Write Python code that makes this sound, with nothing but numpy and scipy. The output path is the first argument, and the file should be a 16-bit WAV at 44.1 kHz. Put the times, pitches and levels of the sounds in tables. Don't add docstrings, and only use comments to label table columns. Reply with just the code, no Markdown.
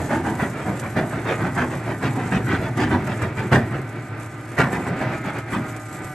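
import sys
import numpy as np
from scipy import signal
from scipy.fft import rfft, irfft, next_fast_len
from scipy.io import wavfile
from scipy.ndimage import uniform_filter1d, map_coordinates

SR = 44100
rng = np.random.default_rng(int(sys.argv[2]) if len(sys.argv) > 2 else 0)


def persist_wave(psi):
    counts = np.round(np.clip(psi, -1, 1) * 32767).astype(np.int16)
    wavfile.write(sys.argv[1], SR, np.atleast_2d(counts).T)


N = 270774
TIME = np.arange(N) / SR
FFT_SIZE = next_fast_len(N + SR)
FREQS = np.fft.rfftfreq(FFT_SIZE, 1 / SR)

# t/s, length/s, grinding/dB, cracking/dB, splintering/dB, thump/dB
JAW_BITES = [(-0.036, 0.04, -24.5, -30, -48, -22.5), (0.067, 0.086, -21.0, -25.5, -42, -23.5),
             (0.223, 0.067, -21.5, -28.5, -47, -25.5), (0.366, 0.073, -22.5, -26, -43, -23.5),
             (0.463, 0.168, -32.0, -34, -47, -34.5), (0.631, 0.075, -25, -32.5, -54.0, -27.5),
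             (0.788, 0.078, -30.5, -30.5, -50, -33.0), (0.942, 0.051, -21.5, -23.5, -37, -21),
             (1.068, 0.12, -29, -30, -47.5, -28), (1.229, 0.093, -22, -23, -37.5, -30),
             (1.351, 0.12, -26, -27, -46, -25), (1.535, 0.089, -22.5, -23.5, -39, -24.0),
             (1.681, 0.066, -28, -32.5, -45, -29.5), (1.834, 0.087, -28.5, -30, -45.5, -27),
             (2, 0.067, -25.5, -25.0, -35.5, -22), (2.101, 0.14, -27.5, -32.5, -46.5, -26.5),
             (2.292, 0.072, -25, -24, -37, -21), (2.426, 0.13, -28, -25, -38, -22.5),
             (2.59, 0.076, -27.5, -31.0, -43.0, -28), (2.745, 0.093, -25, -21.5, -32.5, -21),
             (2.88, 0.067, -24, -24, -39, -20.5), (3.04, 0.087, -29.5, -30.5, -41.5, -27.5),
             (3.2, 0.047, -26.5, -26.5, -42.5, -27), (3.349, 0.054, -29.5, -30.0, -40.0, -26),
             (3.505, 0.04, -16.5, -17.5, -26.5, -15.5), (3.692, 0.067, -32.5, -31.5, -48.0, -27.5),
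             (4.559, 0.056, -18.5, -17.0, -31.5, -19.5), (4.704, 0.047, -23, -27, -40.5, -26),
             (4.853, 0.029, -24, -31, -52, -28), (4.995, 0.029, -22, -27.5, -45, -31.0),
             (5.227, 0.074, -32.5, -31.5, -46, -34.5), (5.5, 0.057, -27, -25.5, -41.5, -25)]
# f/Hz, width/Hz, level/dB
BUCKET_NOTES = [(332, 10.4, -1), (627, 14.5, 0.5), (740, 11, -3), (895, 23, 2), (1511, 14, -2),
                (1774, 25, -2)]


def gain_of(db):
    return 10 ** (np.asarray(db) / 20)


def unit_power(x):
    return x / np.sqrt(np.mean(x ** 2) + 1e-20)


def over_frequency(rows):
    hz, value = np.transpose(rows)
    return np.interp(np.log(FREQS + 1), np.log(hz + 1), value)


def over_time(rows):
    times, *columns = np.transpose(rows)
    return [np.interp(TIME, times, column) for column in columns]


def coloured(x, spectrum):
    gain = gain_of(over_frequency(spectrum))
    return irfft(rfft(x, FFT_SIZE) * gain / np.sqrt(np.mean(gain ** 2)), FFT_SIZE)[..., :N]


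def wander(rate_hz):
    points = rng.standard_normal(size=512)
    coarse_time = TIME[::100]
    line = map_coordinates(points, [coarse_time * rate_hz * 2], order=3, mode="wrap")
    return unit_power(np.interp(TIME, coarse_time, line))


def partials(hz, multiples, flutter):
    turns = np.cumsum(hz) / SR
    out = np.zeros(N)
    for multiple, db in multiples:
        strength = gain_of(db) * (1 + flutter * wander(22))
        phase = 2 * np.pi * (multiple * turns + rng.random()) + flutter * wander(8.5)
        out += strength * np.sin(phase)
    return unit_power(out)


def clicks(per_s, spread_db):
    size = gain_of(spread_db * np.minimum(rng.exponential(1, (2, N)), 4))
    train = size * rng.choice([-1, 1], (2, N)) * (rng.random((2, N)) < per_s / SR)
    return train / np.sqrt(abs(uniform_filter1d(train ** 2, size=1800)) + 1e-4)


def blows(events, fall_s):
    out = np.zeros(N)
    for start, db in events:
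        span = slice(*np.searchsorted(TIME, [start, start + .5]))
        out[span] += gain_of(db) * np.exp((start - TIME[span]) / fall_s)
    return out


def echoes(x, tail_s, echo_db):
    t = TIME[:int(tail_s * SR)]
    fade = gain_of(-60 * t / tail_s) * (1 - np.exp(-t / .003))
    fade /= np.linalg.norm(fade)
    window = signal.windows.cosine(10000)
    hop = len(window) // 2
    padded = np.pad(x, [(0, 0), (hop, SR)])
    echo = np.zeros_like(padded)
    length = next_fast_len(len(window) + len(t))
    tails = rfft(fade * rng.standard_normal(size=(23, 2, len(t))), length)
    for turn, start in enumerate(range(0, N + hop, hop)):
        piece = padded[:, start:start + len(window)] * window
        echo[:, start:start + length] += irfft(rfft(piece, length) * tails[turn % len(tails)], length)
    return x + gain_of(echo_db) * echo[:, hop:hop + N]


def diesel():
    # t/s, firing rate/Hz, hum/dB, roar/dB
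    running = [(0, 115.2, -36.5, -34.5), (2.4, 115.4, -29, -35.5), (3.6, 115.2, -30, -33),
               (4.45, 113.2, -37.5, -36.5), (5.0, 114.4, -37.5, -28.5), (6.14, 113.1, -37.5, -36)]
    # multiple of the firing rate, level/dB
    tones = [(1, -1), (1.17, -7.5), (3, -13.5), (12, -30)]
    # f/Hz, level/dB
    exhaust_colour = [(20, -23), (80, -8), (135, 3.5), (210, -5), (320, -0.5), (480, -11.5), (780, -9.5),
                      (1080, -14.5), (1350, -12), (2300, -14.5), (3000, -28), (5000, -36), (12000, -61)]
    firing_hz, hum_db, roar_db = over_time(running)
    hum = gain_of(hum_db) * partials(firing_hz * (1 + 0.011 * wander(7)), tones, flutter=.48)
    roar = coloured(rng.standard_normal((2, N)), exhaust_colour)
    return hum, roar * gain_of(roar_db + 1.97 * wander(9.2))


def hydraulic_drive():
    # t/s, piston rate/Hz, level/dB
    running = [(4.5, 152.1, -45), (5.02, 153.1, -37.5), (5.13, 158.4, -37), (5.3, 161.7, -39.5),
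               (5.44, 159.8, -40), (5.65, 155.9, -38.5), (5.97, 151.7, -42), (6.14, 150.2, -37.5)]
    # multiple of the piston rate, level/dB
    tones = [(2, -1), (4, -4), (5, -2), (8, 3), (9, -1), (10, -2), (11, -10), (13, -3), (15, -7)]
    piston_hz, whine_db = over_time(running)
    whine = gain_of(whine_db) * partials(piston_hz * (1 + .0007 * wander(8)), tones, flutter=.28)
    boost = sum(1 / (1 + ((FREQS - hz) / width) ** 2) for hz, width, _ in BUCKET_NOTES)
    return irfft(rfft(whine, FFT_SIZE) * (1 + boost), FFT_SIZE)[:N]


def gushes():
    delay_s, rise_s, fall_s = 0.029, 0.026, 0.016
    empty_from_s, empty_strokes_per_s = 5, 5.7
    biting = np.transpose(JAW_BITES)[0] + delay_s
    empty = np.arange(empty_from_s, TIME[-1], 1 / empty_strokes_per_s)
    power = np.zeros(N)
    for peak in [*biting, *empty]:
        span = slice(*np.searchsorted(TIME, [peak - .5, peak + .5]))
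        t = TIME[span] - peak
        power[span] += np.exp(-2 * (t / np.where(t < 0, rise_s, fall_s)) ** 2)
    return power


def falling_grit():
    # t/s, thin stream/dB, gush/dB
    flow = [(0, -47, -56), (1.1, -51.5, -57), (2.3, -52, -50.5), (3.2, -56.5, -49), (4.1, -58, -60),
            (4.75, -54, -42.5), (5.05, -58.5, -55), (5.7, -53, -48)]
    # t/s, level/dB
    ticks_and_spurts = [(.352, -43), (0.7966, -35.5), (1.55, -40), (2.16, -42), (2.772, -39.5),
                        (3.22, -39.5), (3.8152, -47), (3.8916, -46), (4.1983, -46), (4.26, -47),
                        (5.3833, -43), (5.764, -42), (6.045, -45)]
    # f/Hz, level/dB
    grit_colour = [(1500, 0.5), (5000, -6), (7800, 3.5), (9600, -2.5), (11500, -0.5)]
    stream_db, gush_db = over_time(flow)
    power = gain_of(stream_db + 2.7 * wander(11)) ** 2 + gain_of(gush_db) ** 2 * gushes()
    patter = echoes(clicks(per_s=950, spread_db=3) * np.sqrt(power), tail_s=0.024, echo_db=2)
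    bursts = clicks(per_s=7100, spread_db=4.5) * blows(ticks_and_spurts, fall_s=0.01)
    return coloured(gain_of(1.5) * patter + gain_of(5.5) * bursts, grit_colour)


def knocks():
    # t/s, f/Hz, level/dB
    lumps = [(.678, 195, -19), (.968, 150, -18), (2.325, 190, -15), (2.525, 173, -16), (2.93, 94, -13),
             (3.22, 96, -16), (3.521, 160, -13), (3.565, 221, -15), (4.6, 135, -11), (4.902, 179, -15),
             (5.018, 640, -22)]
    rise_s, ring_s = 0.0085, 0.22
    out = np.zeros(N)
    for start, hz, db in lumps:
        span = slice(*np.searchsorted(TIME, [start, start + .5]))
        t = TIME[span] - start
        loudness = gain_of(db - 60 * t / ring_s) * (1 - np.exp(-t / rise_s))
        out[span] += loudness * np.sin(2 * np.pi * hz * t)
    return out


def jaw_force(levels_db, fall_s, build_share=0.49):
    power = np.zeros(N)
    for (start, length, *_), db in zip(JAW_BITES, levels_db):
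        span = slice(*np.searchsorted(TIME, [start, start + .5]))
        t = TIME[span] - start
        build = np.clip(t / (build_share * length), 0, 1) ** 2
        force = build * np.exp(-np.maximum(t - length, 0) / fall_s)
        power[span] += (gain_of(db) * force) ** 2
    return np.sqrt(power)


def bucket_thumps(levels_db):
    # f/Hz, level/dB
    thump_colour = [(25, -35), (60, -16.5), (90, -2.5), (112, -10), (132, 0), (200, -4), (290, -5),
                    (420, -12), (800, -58)]
    rumble = coloured(clicks(per_s=500, spread_db=2), thump_colour)
    steady_rumble = rumble / np.sqrt(uniform_filter1d(rumble ** 2, size=2600) + 1e-4)
    thumps = steady_rumble * jaw_force(levels_db, fall_s=0.051)
    return echoes(gain_of(-1.33) * thumps, tail_s=0.46, echo_db=-3)


def ringing_plates(hits):
    out = np.zeros((2, N))
    for hz, width, db in BUCKET_NOTES:
        pole = np.exp((-np.pi * width + 2j * np.pi * hz) / SR)
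        push = hits * gain_of(db + 3.5 * wander(4))
        out += signal.lfilter([np.sqrt(1 - abs(pole) ** 2)], [1, -pole], push + 1e-18).real
    return out


def uneven_stone(x, patchy_db):
    spectra = signal.stft(x, nperseg=512, noverlap=384)[2]
    patches = rng.standard_normal(spectra.shape[1:])
    patches = uniform_filter1d(patches, size=4, axis=0)
    patches = unit_power(uniform_filter1d(patches, size=16, axis=1))
    return signal.istft(spectra * gain_of(patchy_db * patches), nperseg=512, noverlap=384)[1][:, :N]


def crusher():
    # t/s, level/dB
    snapping_blocks = [(.966, -23), (1.576, -20), (2.322, -26), (2.522, -23), (2.778, -27), (3.073, -25.5),
                       (3.215, -32), (3.524, -19), (3.555, -21), (4.585, -14.5), (4.602, -14), (4.867, -29),
                       (5.385, -26)]
    # f/Hz, level/dB
    grind_colour = [(55, -38), (200, 0), (350, -0.5), (760, 0), (1000, -3.5), (1500, -38)]
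    crack_colour = [(520, -29), (1050, -1), (1500, 2), (1950, -.5), (2400, -10.5), (3000, -25.5),
                    (9000, -65)]
    splinter_colour = [(1300, -17), (2500, 5.5), (3600, -2), (5000, -10), (12000, -22)]
    _, _, grind_db, crack_db, splinter_db, thump_db = np.transpose(JAW_BITES)
    snaps = blows(snapping_blocks, fall_s=0.0098)

    rubs = clicks(per_s=1700, spread_db=2) * np.hypot(jaw_force(grind_db, fall_s=0.055), snaps)
    grinding = coloured(echoes(rubs, tail_s=.029, echo_db=-6), grind_colour)

    fractures = clicks(per_s=1400, spread_db=1)
    breaks = fractures * np.hypot(jaw_force(crack_db, fall_s=0.036), snaps)
    cracking = coloured(echoes(breaks, tail_s=.025, echo_db=-5), crack_colour)

    late_force = jaw_force(splinter_db, fall_s=0.024, build_share=0.63)
    splinters = fractures * np.hypot(late_force, gain_of(-14.5) * snaps)
    splintering = coloured(echoes(splinters, tail_s=.014, echo_db=2.5), splinter_colour)

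    stone = gain_of(-5) * uneven_stone(grinding + cracking + splintering, patchy_db=2.2)
    thumps = bucket_thumps(thump_db)
    steel = gain_of(-21.5) * ringing_plates(rubs + breaks)
    return thumps + echoes(stone + steel, tail_s=0.6, echo_db=-18.5)


def stereo(centred, spread):
    # f/Hz, likeness (1 = the same)
    likeness = [(30, .992), (90, .9994), (250, .9982), (600, .97), (1280, 0.87), (3100, 0.7), (5500, 0.35),
                (8200, 0.6), (9800, .995)]
    # f/Hz, phase/rad
    left_lead = [(900, 0), (3000, .4), (7800, .45), (8900, -.5), (9700, -2.8), (10700, -3.4), (11300, -6.2)]
    # f/Hz, level/dB
    balance = [(250, 0), (650, -1.9), (2100, -1.5), (4000, 1.6), (12000, -0.3)]
    alike = over_frequency(likeness)
    mid, side = rfft(spread, FFT_SIZE) * np.sqrt([(1 + alike) / 2, (1 - alike) / 2])
    mid = mid + rfft(centred, FFT_SIZE)
    lean = gain_of(over_frequency(balance) / 2) * np.exp(.5j * over_frequency(left_lead))
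    return irfft(np.array([(mid + side) * lean, (mid - side) / lean]), FFT_SIZE)[:, :N]


def scene():
    hum, roar = diesel()
    return stereo(centred=hum + hydraulic_drive() + knocks(), spread=roar + crusher() + falling_grit())


def record(dry):
    ceiling, cutoff_hz = .85, 11850
    rounded = dry / (1 + (dry / ceiling) ** 6) ** (1 / 6)
    treble_cut = signal.firwin(301, cutoff_hz, window=("kaiser", 9), fs=SR)
    return signal.oaconvolve(rounded, treble_cut[None], "same")


dry = scene()
out = record(dry)
persist_wave(out)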